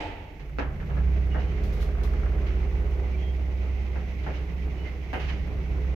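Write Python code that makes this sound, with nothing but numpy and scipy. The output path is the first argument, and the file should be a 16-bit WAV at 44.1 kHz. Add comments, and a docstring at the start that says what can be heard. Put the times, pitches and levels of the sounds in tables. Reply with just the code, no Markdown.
"""Old wooden lift setting off

Inside the car, a bang dies away in the shaft, a switch clacks and the winch takes up speed, then travels on.
The winch is a stack of sines locked to the motor turn: its third and fourth orders beat once per turn.
Shaped noise makes the car's rumble and panels, the chattering gear, the guide shoes, scrapes, ticks and hiss.
Squeaks are rough sines; switch clacks are clicks fluttering between cabin walls over ringing metal and echo.
The cabin's standing waves lift the winch overtones, the rumble, the panels and the echo of the thuds."""
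import sys
import numpy as np
from scipy import signal
from scipy.fft import rfft, irfft, next_fast_len
from scipy.io import wavfile
from scipy.ndimage import map_coordinates

SR = 44100
rng = np.random.default_rng(int(sys.argv[2]) if len(sys.argv) > 2 else 0)


def store_pcm(level_fs):
    """Save levels as 16-bit WAV."""
    pcm = np.round(np.clip(level_fs, -1, 1) * 32767).astype(np.int16)
    wavfile.write(sys.argv[1], SR, np.atleast_2d(pcm).T)


N = 262395

# Motor shaft. Each row: time in seconds, speed in turns per second.
MOTOR_SPEED = [(0.3, 11.315), (0.5, 13.533), (0.64, 15.504), (0.9, 15.6), (1.25, 16.03), (1.6, 16.207),
               (2.2, 16.251), (3.0, 16.167), (4.2, 16.163), (5.95, 16.143)]
# Load on the winch, heard as its third order. Each row: time in seconds, level in dB.
WINCH_LOAD = [(0.2, -69), (0.42, -43.5), (2.03, -26.5), (2.89, -30.5), (3.28, -42), (5.15, -45.5),
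              (5.72, -36.5), (5.88, -34.5)]
# The winch's drone, its fourth order. Each row: time in seconds, level in dB.
WINCH_DRONE = [(0.06, -41.5), (0.25, -50.5), (0.68, -28.5), (0.84, -44), (0.92, -27.5), (1.07, -21.5),
               (1.72, -30), (2.27, -26.5), (3.85, -27), (4.12, -31.5), (4.68, -30.5), (5.18, -36),
               (5.23, -28.5), (5.51, -32), (5.9, -25)]
# Winch overtones before the cabin lifts them. Each row: multiple of the shaft speed, relative level in dB.
WINCH_ORDERS = [(2, -45), (5, -47), (6, -46), (7, -52), (8, -52.5), (9, -65.5), (10, -61), (11, -59.5),
                (13, -61.5), (20, -59), (25, -56.5), (26, -57.5), (31, -71), (38, -74)]

# Noise colours: only their shape counts. Each row: frequency in Hz, relative level in dB.
# The cabin's standing waves are added to the rumble and the panels.
RUMBLE_COLOUR = [(18, -9.5), (35, 9), (85, 10.5), (120, -8), (145, -1.5), (175, -1), (195, -3), (260, -7.5),
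                 (330, -23.5)]
PANEL_COLOUR = [(180, -18.5), (280, -1.5), (410, 0), (470, -4.5), (800, -7.5), (950, -13), (1500, -15.5),
                (2500, -26)]
SHOE_COLOUR = [(700, -7.5), (1200, -22.5), (1700, -7.5), (2000, 5.5), (2600, 0), (3400, -9), (4800, -15.5),
               (6200, -16), (7400, -33), (10000, -47)]
HISS_COLOUR = [(3000, -3), (7000, 0), (9000, -7), (11500, -1), (14000, 0.5), (15700, -2)]
SNAP_COLOUR = [(800, -4.5), (1900, 3), (3000, 1), (3500, -8), (4500, -11), (6500, -19), (8000, -39),
               (14000, -35.5)]
TICK_COLOUR = [(1200, -16), (3500, 8), (6200, -0.5), (8000, -9.5), (13000, -4.5), (16000, -10)]
BANG_COLOUR = [(40, -6), (90, 9.5), (180, -15.5), (300, -2.5), (760, -4), (900, -3.5), (1020, -14.5),
               (1650, -13.5), (2000, -9.5), (3100, -13.5), (3400, -18.5), (8000, -39.5)]
# Gear teeth, with the same columns.
GEAR_COLOUR = [(250, -11.0), (400, 3.5), (930, -5.0), (1100, 3.0), (1550, 4.0), (2300, -8.0), (3500, -28.5)]
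# Thud of a switch, with the same columns; each switch tilts it before use.
THUD_COLOUR = [(90, -13), (260, 3), (420, 1.5), (800, -0.5), (1050, -6), (1650, -4), (2100, -10.5),
               (3000, -26), (8000, -71)]

# Resonances of the door's steel ramp. Each row: frequency in Hz, width in Hz, relative level in dB.
RAMP_MODES = [(2130, 90, -6), (2520, 160, -6), (2790, 120, -9)]
# Steel panel ringing in the shaft. Each row: frequency in Hz, level in dB relative to STEEL_DB.
STEEL_MODES = [(301, -4), (710, -5), (838, -5), (851, 4.5), (893, 1), (925, -4), (1360, -14), (2138, -10),
               (2805, -13)]
# Ring of the starting switch's lever. Each row: frequency in Hz, relative level in dB, 60 dB decay in seconds.
LEVER_MODES = [(280, 2, .3), (630, -9, .26), (899, -5, .19), (1340, -3, .22), (1637, -1, .17),
               (1701, -2, .17), (2476, -7, .22), (2620, -6, .15)]
# Ring of a landing switch's arm, with the same columns.
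ARM_MODES = [(334, -3, .3), (404, -1, .3), (517, 1, .28), (754, 3, .3), (880, 0, .25), (1373, -5, .17),
             (1595, 0, .11), (1879, -6, .16)]

# Clacks of the starting switch. Each row: start in seconds, thud level in dB, snap level in dB.
START_CLACKS = [(.396, -54, -52.5), (.586, -28.5, -40.5), (.802, -44, -56), (0.899, -44, -55.5),
                (.968, -40, -56)]
# Clacks of the landing switches, with the same columns.
LANDING_CLACKS = [(1.346, -34.5, -54), (1.353, -36.5, -56), (3.956, -38.5, -59), (4.264, -34, -50.5),
                  (4.302, -45, -53), (5.131, -29, -42.5)]
# Metal scrapes before grain and pan. Each row: start in seconds, level in dB, rise in seconds,
# 60 dB decay in seconds.
METAL_SCRAPES = [(1.38, -47.5, 0.023, 0.41), (2.46, -44.5, 0.011, 0.29), (4.22, -47.5, 0.026, 0.16),
                 (4.325, -46, .025, 0.49), (4.82, -48.5, 0.06, 0.22), (5.19, -41.5, 0.01, 0.9),
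                 (5.27, -38.5, 0.03, 0.21)]
# Buzzes of the door's ramp as the switch arm rides onto it, with the same columns.
RAMP_BUZZES = [(5.139, -41, .006, 0.47), (5.28, -50, 0.022, 0.2)]
# Light crisp ticks and scuffs, with the same columns.
CRISP_TICKS = [(1.633, -53, 0.0031, 0.37), (1.722, -55, 0.0049, 0.68), (1.79, -50, 0.036, 0.22),
               (2.031, -50, 0.0042, 0.29), (5.131, -57.5, 0.00077, 0.55)]
# Shoe squeaks before pan. Each row: centre in seconds, pitch in Hz, level in dB, half length in seconds.
SHOE_SQUEAKS = [(1.33, 2880, -52, 0.014), (1.39, 2875, -53, .018), (1.5, 3060, -60, .02),
                (3.151, 2326, -47.5, 0.006), (3.265, 3230, -56.5, .05), (4.824, 2950, -57, 0.028),
                (4.877, 2074, -49, 0.022)]
# Places where the gear chatters. Each row: share of a turn, relative level in dB.
GEAR_TEETH = [(0, 4.5), (.3, -4), (0.559, -3)]
# Heavier knocks of the gear. 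Each row: start in seconds, level in dB.
KNOCKS = [(1.984, -46.5), (2.051, -44), (2.233, -39.5), (2.262, -42.5)]

# Stereo width of noise. Each row: frequency in Hz, left-right likeness from 0 to 1.
LIKENESS = [(60, 0.98), (290, 0.76), (640, 0.7), (1400, 0), (15000, 0.28)]
# Decay of the cabin's dense echo. Each row: frequency in Hz, 60 dB decay in seconds.
CABIN_DECAY = [(800, 0.59), (2500, 0.47), (12000, 0.053)]
# Decay of the shaft, with the same columns.
SHAFT_DECAY = [(500, 1.1), (2500, 1.01), (7000, 0.59)]
# Lean of the bang's echo to the right. Each row: frequency in Hz, channel difference in dB.
ECHO_LEAN = [(800, 1), (2300, 8.0), (8000, 1)]
# Standing waves of the cabin. Each row: frequency in Hz, lift in dB.
CABIN_MODES = [(141, 12), (162, 6), (174, 7), (211, 5), (300, 6), (373, 5), (425, 4), (501, 6), (615, 3)]

STANDING_WIDTH_HZ, TOP_HZ = 5, 15720
# Load in dB that counts as full; the levels marked "at full load" refer to it.
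FULL_LOAD_DB = -23.5
# Level at full load in dB, then dB gained per dB of load; the mesh tone lags the load (s).
OVERTONE_DB, OVERTONE_GROWS = 2, 0.33
MESH_DB, MESH_GROWS, MESH_LAG_S = -56.5, 1.0, 0.63
CHATTER_DB, CHATTER_GROWS = -48.5, 0.95
# The overtones are fully up by this time (s) and weaken no further below this relative load (dB).
WINCH_UP_S, LIGHT_LOAD_DB = 0.86, -20
# Extra overtone level while the motor strains (dB), faded out by the time it is at speed (s).
STRAIN_DB, AT_SPEED_S = 4.5, 1.9
# The car gathers way between these times (s); the full rise from rest is REST_DB.
START_S, UNDER_WAY_S, REST_DB = 0.54, 0.98, -8.5
# Steady travel (dB); the panels rattle harder as the load grows (dB per dB).
RUMBLE_DB, PANEL_DB, PANEL_GROWS = -40.5, -42, 0.22
# Guide shoes: steady level (dB), share of the rise from rest, time they are bedded on the rail (s).
SLIDE_DB, SLIDE_GROWS, SHOES_BEDDED_S = -52.5, 0.81, 1.23
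# Jolt after each clack: rumble relative to the thud (dB), time to its peak (s).
JOLT_DB, JOLT_RISE_S = -7.5, 0.3
# A clack's first crack (dB), round trip between the walls (s), scatter (share of a trip), loss per trip (dB).
BLOW_DB, FLUTTER_S, FLUTTER_SCATTER, FLUTTER_LOSS_DB = -1.5, .0054, .12, 1.2
# Splintering of each pass (60 dB decay, s); the dense echo behind it (dB, build-up s).
SPLINTER_T60, ECHO_DB, ECHO_RISE_S = .006, -4, .002
# Mains hum of the motor in steady travel, before pan; reference level of the steel panel's ring.
MAINS_HZ, MAINS_DB, STEEL_DB = 300, -59, -43.5
# 60 dB decays of a tooth's tick and a heavier knock (s); a moment when the worn tooth is in mesh (s).
TOOTH_T60, KNOCK_T60, IN_MESH_S = .04, .06, 2.259


def amp(db):
    """Decibels to gain."""
    return 10 ** (np.asarray(db) / 20)


def unit(x):
    """Scaled to rms 1."""
    return x / np.sqrt(np.mean(x ** 2) + 1e-20)


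def along(points, hz):
    """Read a (Hz, value) curve on a log frequency axis."""
    f, v = np.transpose(points)
    return np.interp(np.log(hz + 1), np.log(f + 1), v)


def clock():
    """The time of every sample in seconds."""
    return np.arange(N) / SR


def curves(rows):
    """One value per sample for each column after the time."""
    s, *cols = np.transpose(rows)
    return [np.interp(clock(), s, c) for c in cols]


def wobble(rate):
    """A smooth random curve with rate knots a second."""
    coarse = clock()[::64]
    knots = rng.standard_normal(int(N * rate / SR) + 4)
    return np.interp(clock(), coarse, map_coordinates(knots, [coarse * rate]))


def filtered(x, response):
    """Multiply the spectrum of x by a response of frequency."""
    m = next_fast_len(x.shape[-1] + 8192)
    return irfft(rfft(x, m) * response(np.fft.rfftfreq(m, 1 / SR)), m)[..., :x.shape[-1]]


def pan(left_db):
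    """Gains of the two channels, the left louder than the right by left_db."""
    return amp(np.array([[left_db], [-left_db]]) / 2)


def noise(colour, size=N):
    """Coloured stereo noise of rms 1, whose left-right likeness depends on frequency."""
    def mid_side(hz):
        turn = np.arccos(np.clip(along(LIKENESS, hz), -1, 1)) / 2
        return colour(hz) * np.array([np.cos(turn), np.sin(turn)])

    mid, side = filtered(rng.standard_normal((2, size)), mid_side)
    return unit(np.array([mid + side, mid - side]))


def shape(points):
    """The gain of frequency of a dB spectrum, falling steeply past its last point."""
    return lambda hz: amp(along(points, hz)) / np.maximum(hz / points[-1][0], 1) ** 6


def cabin_lift(hz):
    """Gain of the cabin's standing waves, narrow resonances on top of a flat response."""
    peaks = [amp(db) ** 2 / (1 + (2 * (hz - centre) / STANDING_WIDTH_HZ) ** 2) for centre, db in CABIN_MODES]
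    return np.sqrt(1 + sum(peaks))


def in_cabin(points):
    """A spectrum with the cabin's standing waves lifted out of it."""
    return lambda hz: shape(points)(hz) * cabin_lift(hz)


def dying(x, decays):
    """Fade each frequency of x at its own speed."""
    hz, t, z = signal.stft(x, SR, nperseg=256)
    t60 = np.maximum(along(decays, hz), .01)[:, None]
    return signal.istft(z * amp(-60 * t / t60), SR, nperseg=256)[1][:, :x.shape[-1]]


def add(track, s, sound):
    """Mix a sound into the track at s seconds."""
    part = track[:, max(round(s * SR), 0):][:, :sound.shape[-1]]
    part += sound[:, :part.shape[-1]]


def strokes(rows, colour):
    """Short rubs of noise that swell and fade, one for each row."""
    out, t = np.zeros((2, N)), np.arange(SR // 2) / SR
    for s, db, rise, t60 in rows:
        swell = np.minimum(t / rise, 1) * amp(-60 * np.maximum(t - rise, 0) / t60)
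        add(out, s, amp(db) * swell * noise(colour, size=len(t)))
    return out


def load_db(lag_s=0):
    """The winch's load in dB relative to full load."""
    return np.interp(clock() - lag_s, *np.transpose(WINCH_LOAD)) - FULL_LOAD_DB


def travel_db(full_s):
    """Rise of a noise as the car gathers way, holding at 0 dB from full_s on."""
    return np.interp(clock(), [START_S, full_s], [REST_DB, 0])


def shaft_turns():
    """Turns of the motor, the integral of its speed, whole whenever the worn tooth is in mesh."""
    turns = np.cumsum(curves(MOTOR_SPEED)[0]) / SR
    return turns - np.interp(IN_MESH_S, clock(), turns)


def high_hiss():
    """A faint high hiss that rises a little with the travel and wavers slowly."""
    level_db = -70.5 + .3 * travel_db(UNDER_WAY_S) + .5 * wobble(2.3)
    return amp(level_db) * noise(shape(HISS_COLOUR))


def shaft_echo(echo_db=-32.5):
    """A bang dies away in the shaft, with a steel panel's modes ringing on through it."""
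    out, t = np.zeros((2, N)), np.arange(SR) / SR
    echo = amp(echo_db) * dying(noise(shape(BANG_COLOUR), size=SR), SHAFT_DECAY)
    add(out, 0, filtered(echo, lambda hz: amp(np.array([-1, 1])[:, None] * along(ECHO_LEAN, hz) / 2)))
    for hz, db in STEEL_MODES:
        phase = rng.uniform(0, 2 * np.pi) + rng.uniform(0, np.pi / 2, (2, 1))
        level = amp(STEEL_DB + db - 60 * t / along(SHAFT_DECAY, hz))
        add(out, 0, level * np.sin(2 * np.pi * hz * t + phase))
    return out


def jolts():
    """Shaking of the car that builds after each clack and slowly settles."""
    total = 0
    for s, thud_db, _ in START_CLACKS + LANDING_CLACKS:
        age = np.maximum(clock() - s, 0) / JOLT_RISE_S
        total = total + (amp(thud_db + JOLT_DB) * age * np.exp(1 - age)) ** 2
    return np.sqrt(total)


def car():
    """The car body rumbles, harder after each jolt, and its wooden panels rattle with the load."""
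    shaking = np.hypot(amp(RUMBLE_DB + 0.92 * travel_db(UNDER_WAY_S)), jolts())
    rumble = shaking * amp(0.61 * wobble(6.1)) * noise(in_cabin(RUMBLE_COLOUR))
    panel_db = PANEL_DB + PANEL_GROWS * load_db() + 0.87 * travel_db(UNDER_WAY_S)
    panels = amp(panel_db + 1.56 * wobble(30)) * noise(in_cabin(PANEL_COLOUR))
    return rumble * pan(-1.2) + panels * pan(-0.4)


def ticks():
    """Small bright ticks and scuffs close by, short strokes of crisp noise."""
    return strokes(CRISP_TICKS, shape(TICK_COLOUR))


def ramp_response(hz):
    """Summed resonances of the door's steel ramp, cut off above 3300 Hz."""
    modes = [amp(db) * 1j * hz * width / (f0 ** 2 - hz ** 2 + 1j * hz * width) for f0, width, db in RAMP_MODES]
    return abs(sum(modes)) * (hz < 3300)


def scrapes(grain_db=-0.5):
    """Metal rubs past metal at the right of the car, in uneven grains, and the door's ramp buzzes."""
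    rubs = strokes(METAL_SCRAPES, shape(SNAP_COLOUR)) + strokes(RAMP_BUZZES, ramp_response)
    return rubs * amp(grain_db * wobble(120)) * pan(-5.5)


def shoes(grain_db=1.27):
    """Guide shoes slide on the rail at the right and now and then catch into a short, rough squeak."""
    t = clock()
    slide_db = SLIDE_DB + SLIDE_GROWS * travel_db(SHOES_BEDDED_S)
    slide = amp(slide_db + 0.38 * wobble(13.0) + grain_db * wobble(45)) * noise(shape(SHOE_COLOUR))
    for s, hz, db, half in SHOE_SQUEAKS:
        swell = amp(db + 2 * wobble(60)) * np.exp(-.5 * ((t - s) / half) ** 2)
        # random phase slips in radians, separate for each ear, roughen the tone
        slips = np.array([wobble(150) for ear in range(2)])
        slide += swell * np.sqrt(2) * np.sin(2 * np.pi * hz * t + slips)
    return slide * pan(-7.5)


def gear():
    """Worn teeth chatter at the same few places in every turn and now and then knock, dulled by the shaft."""
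    turns, speed, t = shaft_turns(), curves(MOTOR_SPEED)[0], clock()
    bursts = 0
    for place, db in GEAR_TEETH:
        since_tooth = ((turns - place) % 1) / speed
        bursts = bursts + amp(db + 2.2 * wobble(17) - 60 * since_tooth / TOOTH_T60)
    chatter = amp(CHATTER_DB + CHATTER_GROWS * load_db()) * unit(bursts)
    knocks = sum((t >= s) * amp(db - 60 * abs(t - s) / KNOCK_T60) for s, db in KNOCKS)
    return (chatter + knocks) * noise(shape(GEAR_COLOUR))


def crack(points, size=1024):
    """One sharp causal click of energy 1: the minimum-phase pulse of a dB spectrum."""
    cepstrum = irfft(np.log(amp(along(points, np.fft.rfftfreq(size, 1 / SR)))))
    click = irfft(np.exp(rfft(2 * cepstrum[:size // 2], size)))
    return click / np.linalg.norm(click)


def flutter(click, count=10, size=128):
    """A click bounces between the close cabin walls, weaker on each pass and splintered by the panels."""
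    out, t = np.zeros((2, SR // 2)), np.arange(size) / SR
    for k in range(count):
        # the first pass is not scattered in time
        delay = FLUTTER_S * (k + min(k, 1) * rng.normal(0, FLUTTER_SCATTER))
        splinters = rng.standard_normal((2, size)) * amp(-60 * t / SPLINTER_T60)
        splinters /= np.linalg.norm(splinters, axis=1, keepdims=True)
        add(out, delay, amp(-k * FLUTTER_LOSS_DB) * signal.fftconvolve(splinters, click[None], axes=1))
    return out * np.sqrt(FLUTTER_S * SR)


def metal_ring(modes, t):
    """Struck metal: decaying sines with a slightly random level and a phase offset between the ears."""
    ring = 0
    for hz, db, t60 in modes:
        level = amp(db + rng.normal(0, 1) - 60 * t / t60)
        phase = rng.uniform(0, 2 * np.pi) + rng.uniform(0, np.pi / 2, (2, 1))
        ring = ring + level * np.sin(2 * np.pi * hz * t + phase)
    return ring


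def switch(clacks, modes, ring_db, tilt_db_per_octave):
    """A crack flutters round the cabin; the switch's metal rings on and a dense echo builds behind."""
    out, t = np.zeros((2, N)), np.arange(SR // 2) / SR
    build, side = 1 - np.exp(-t / ECHO_RISE_S), pan(-7.5)
    body = [(hz, db + tilt_db_per_octave * np.log2(hz)) for hz, db in THUD_COLOUR]
    for s, thud_db, snap_db in clacks:
        thud, snap = amp(thud_db), amp(snap_db) * side
        ring = amp(thud_db + ring_db) * metal_ring(modes, t)
        blow = thud * flutter(crack(body)) + snap * flutter(crack(SNAP_COLOUR))
        echo = thud * noise(in_cabin(body), size=len(t)) + snap * noise(shape(SNAP_COLOUR), size=len(t))
        tail = ring + amp(ECHO_DB) * dying(echo, CABIN_DECAY)
        add(out, s, amp(BLOW_DB) * blow + tail * build)
    return out


def switches():
    """The hard, bright starting switch and the duller landing switches, each with its own metal ring."""
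    starting = switch(START_CLACKS, LEVER_MODES, ring_db=-9, tilt_db_per_octave=1.3)
    landing = switch(LANDING_CLACKS, ARM_MODES, ring_db=-9.5, tilt_db_per_octave=0)
    return starting + landing


def winch(mesh_order=23):
    """Shaft orders come down the ropes; overtones flare as they glide through the cabin's standing waves."""
    angle, coarse = 2 * np.pi * shaft_turns(), clock()[::64]
    speed = curves(MOTOR_SPEED)[0][::64]

    def line(order):
        """One order of the shaft, wavering in level and phase, lifted by the cabin."""
        lift = np.interp(clock(), coarse, cabin_lift(order * speed) ** 2)
        phase = rng.uniform(0, 2 * np.pi) + .15 * wobble(4)
        return lift * amp(wobble(2.5)) * np.sin(order * angle + phase)

    # neighbouring orders beat once per motor turn
    third = amp(curves(WINCH_LOAD)[0]) * np.cos(3 * angle)
    fourth = amp(curves(WINCH_DRONE)[0]) * np.cos(4 * angle)
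    boom = third + fourth
    strain_db = np.interp(clock(), [UNDER_WAY_S, AT_SPEED_S], [STRAIN_DB, 0])
    pull_db = OVERTONE_GROWS * np.maximum(load_db(), LIGHT_LOAD_DB)
    overtone_db = OVERTONE_DB + pull_db + travel_db(WINCH_UP_S) + strain_db
    overtones = amp(overtone_db) * sum(amp(db) * line(order) for order, db in WINCH_ORDERS)
    mesh = amp(MESH_DB + MESH_GROWS * load_db(MESH_LAG_S)) * line(mesh_order)
    mains = amp(MAINS_DB + travel_db(WINCH_UP_S)) * np.sin(2 * np.pi * MAINS_HZ * clock())
    # a sine of rms 1 peaks at the root of two
    return np.sqrt(2) * (boom * pan(-3.5) + (overtones + mesh + mains) * pan(-0.82))


def scene():
    """Everything heard in the car, from the faint hiss to the winch."""
    background = high_hiss() + shaft_echo() + car()
    details = ticks() + scrapes() + shoes()
    return background + details + gear() + switches() + winch()


def record(dry):
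    """Fade both ends softly over 8 ms and keep nothing above the band limit."""
    edges = np.minimum(np.minimum(clock(), clock()[::-1]) / .008, 1)
    return filtered(dry * np.sin(edges * np.pi / 2) ** 2, lambda hz: hz < TOP_HZ)


dry = scene()
out = record(dry)
store_pcm(out)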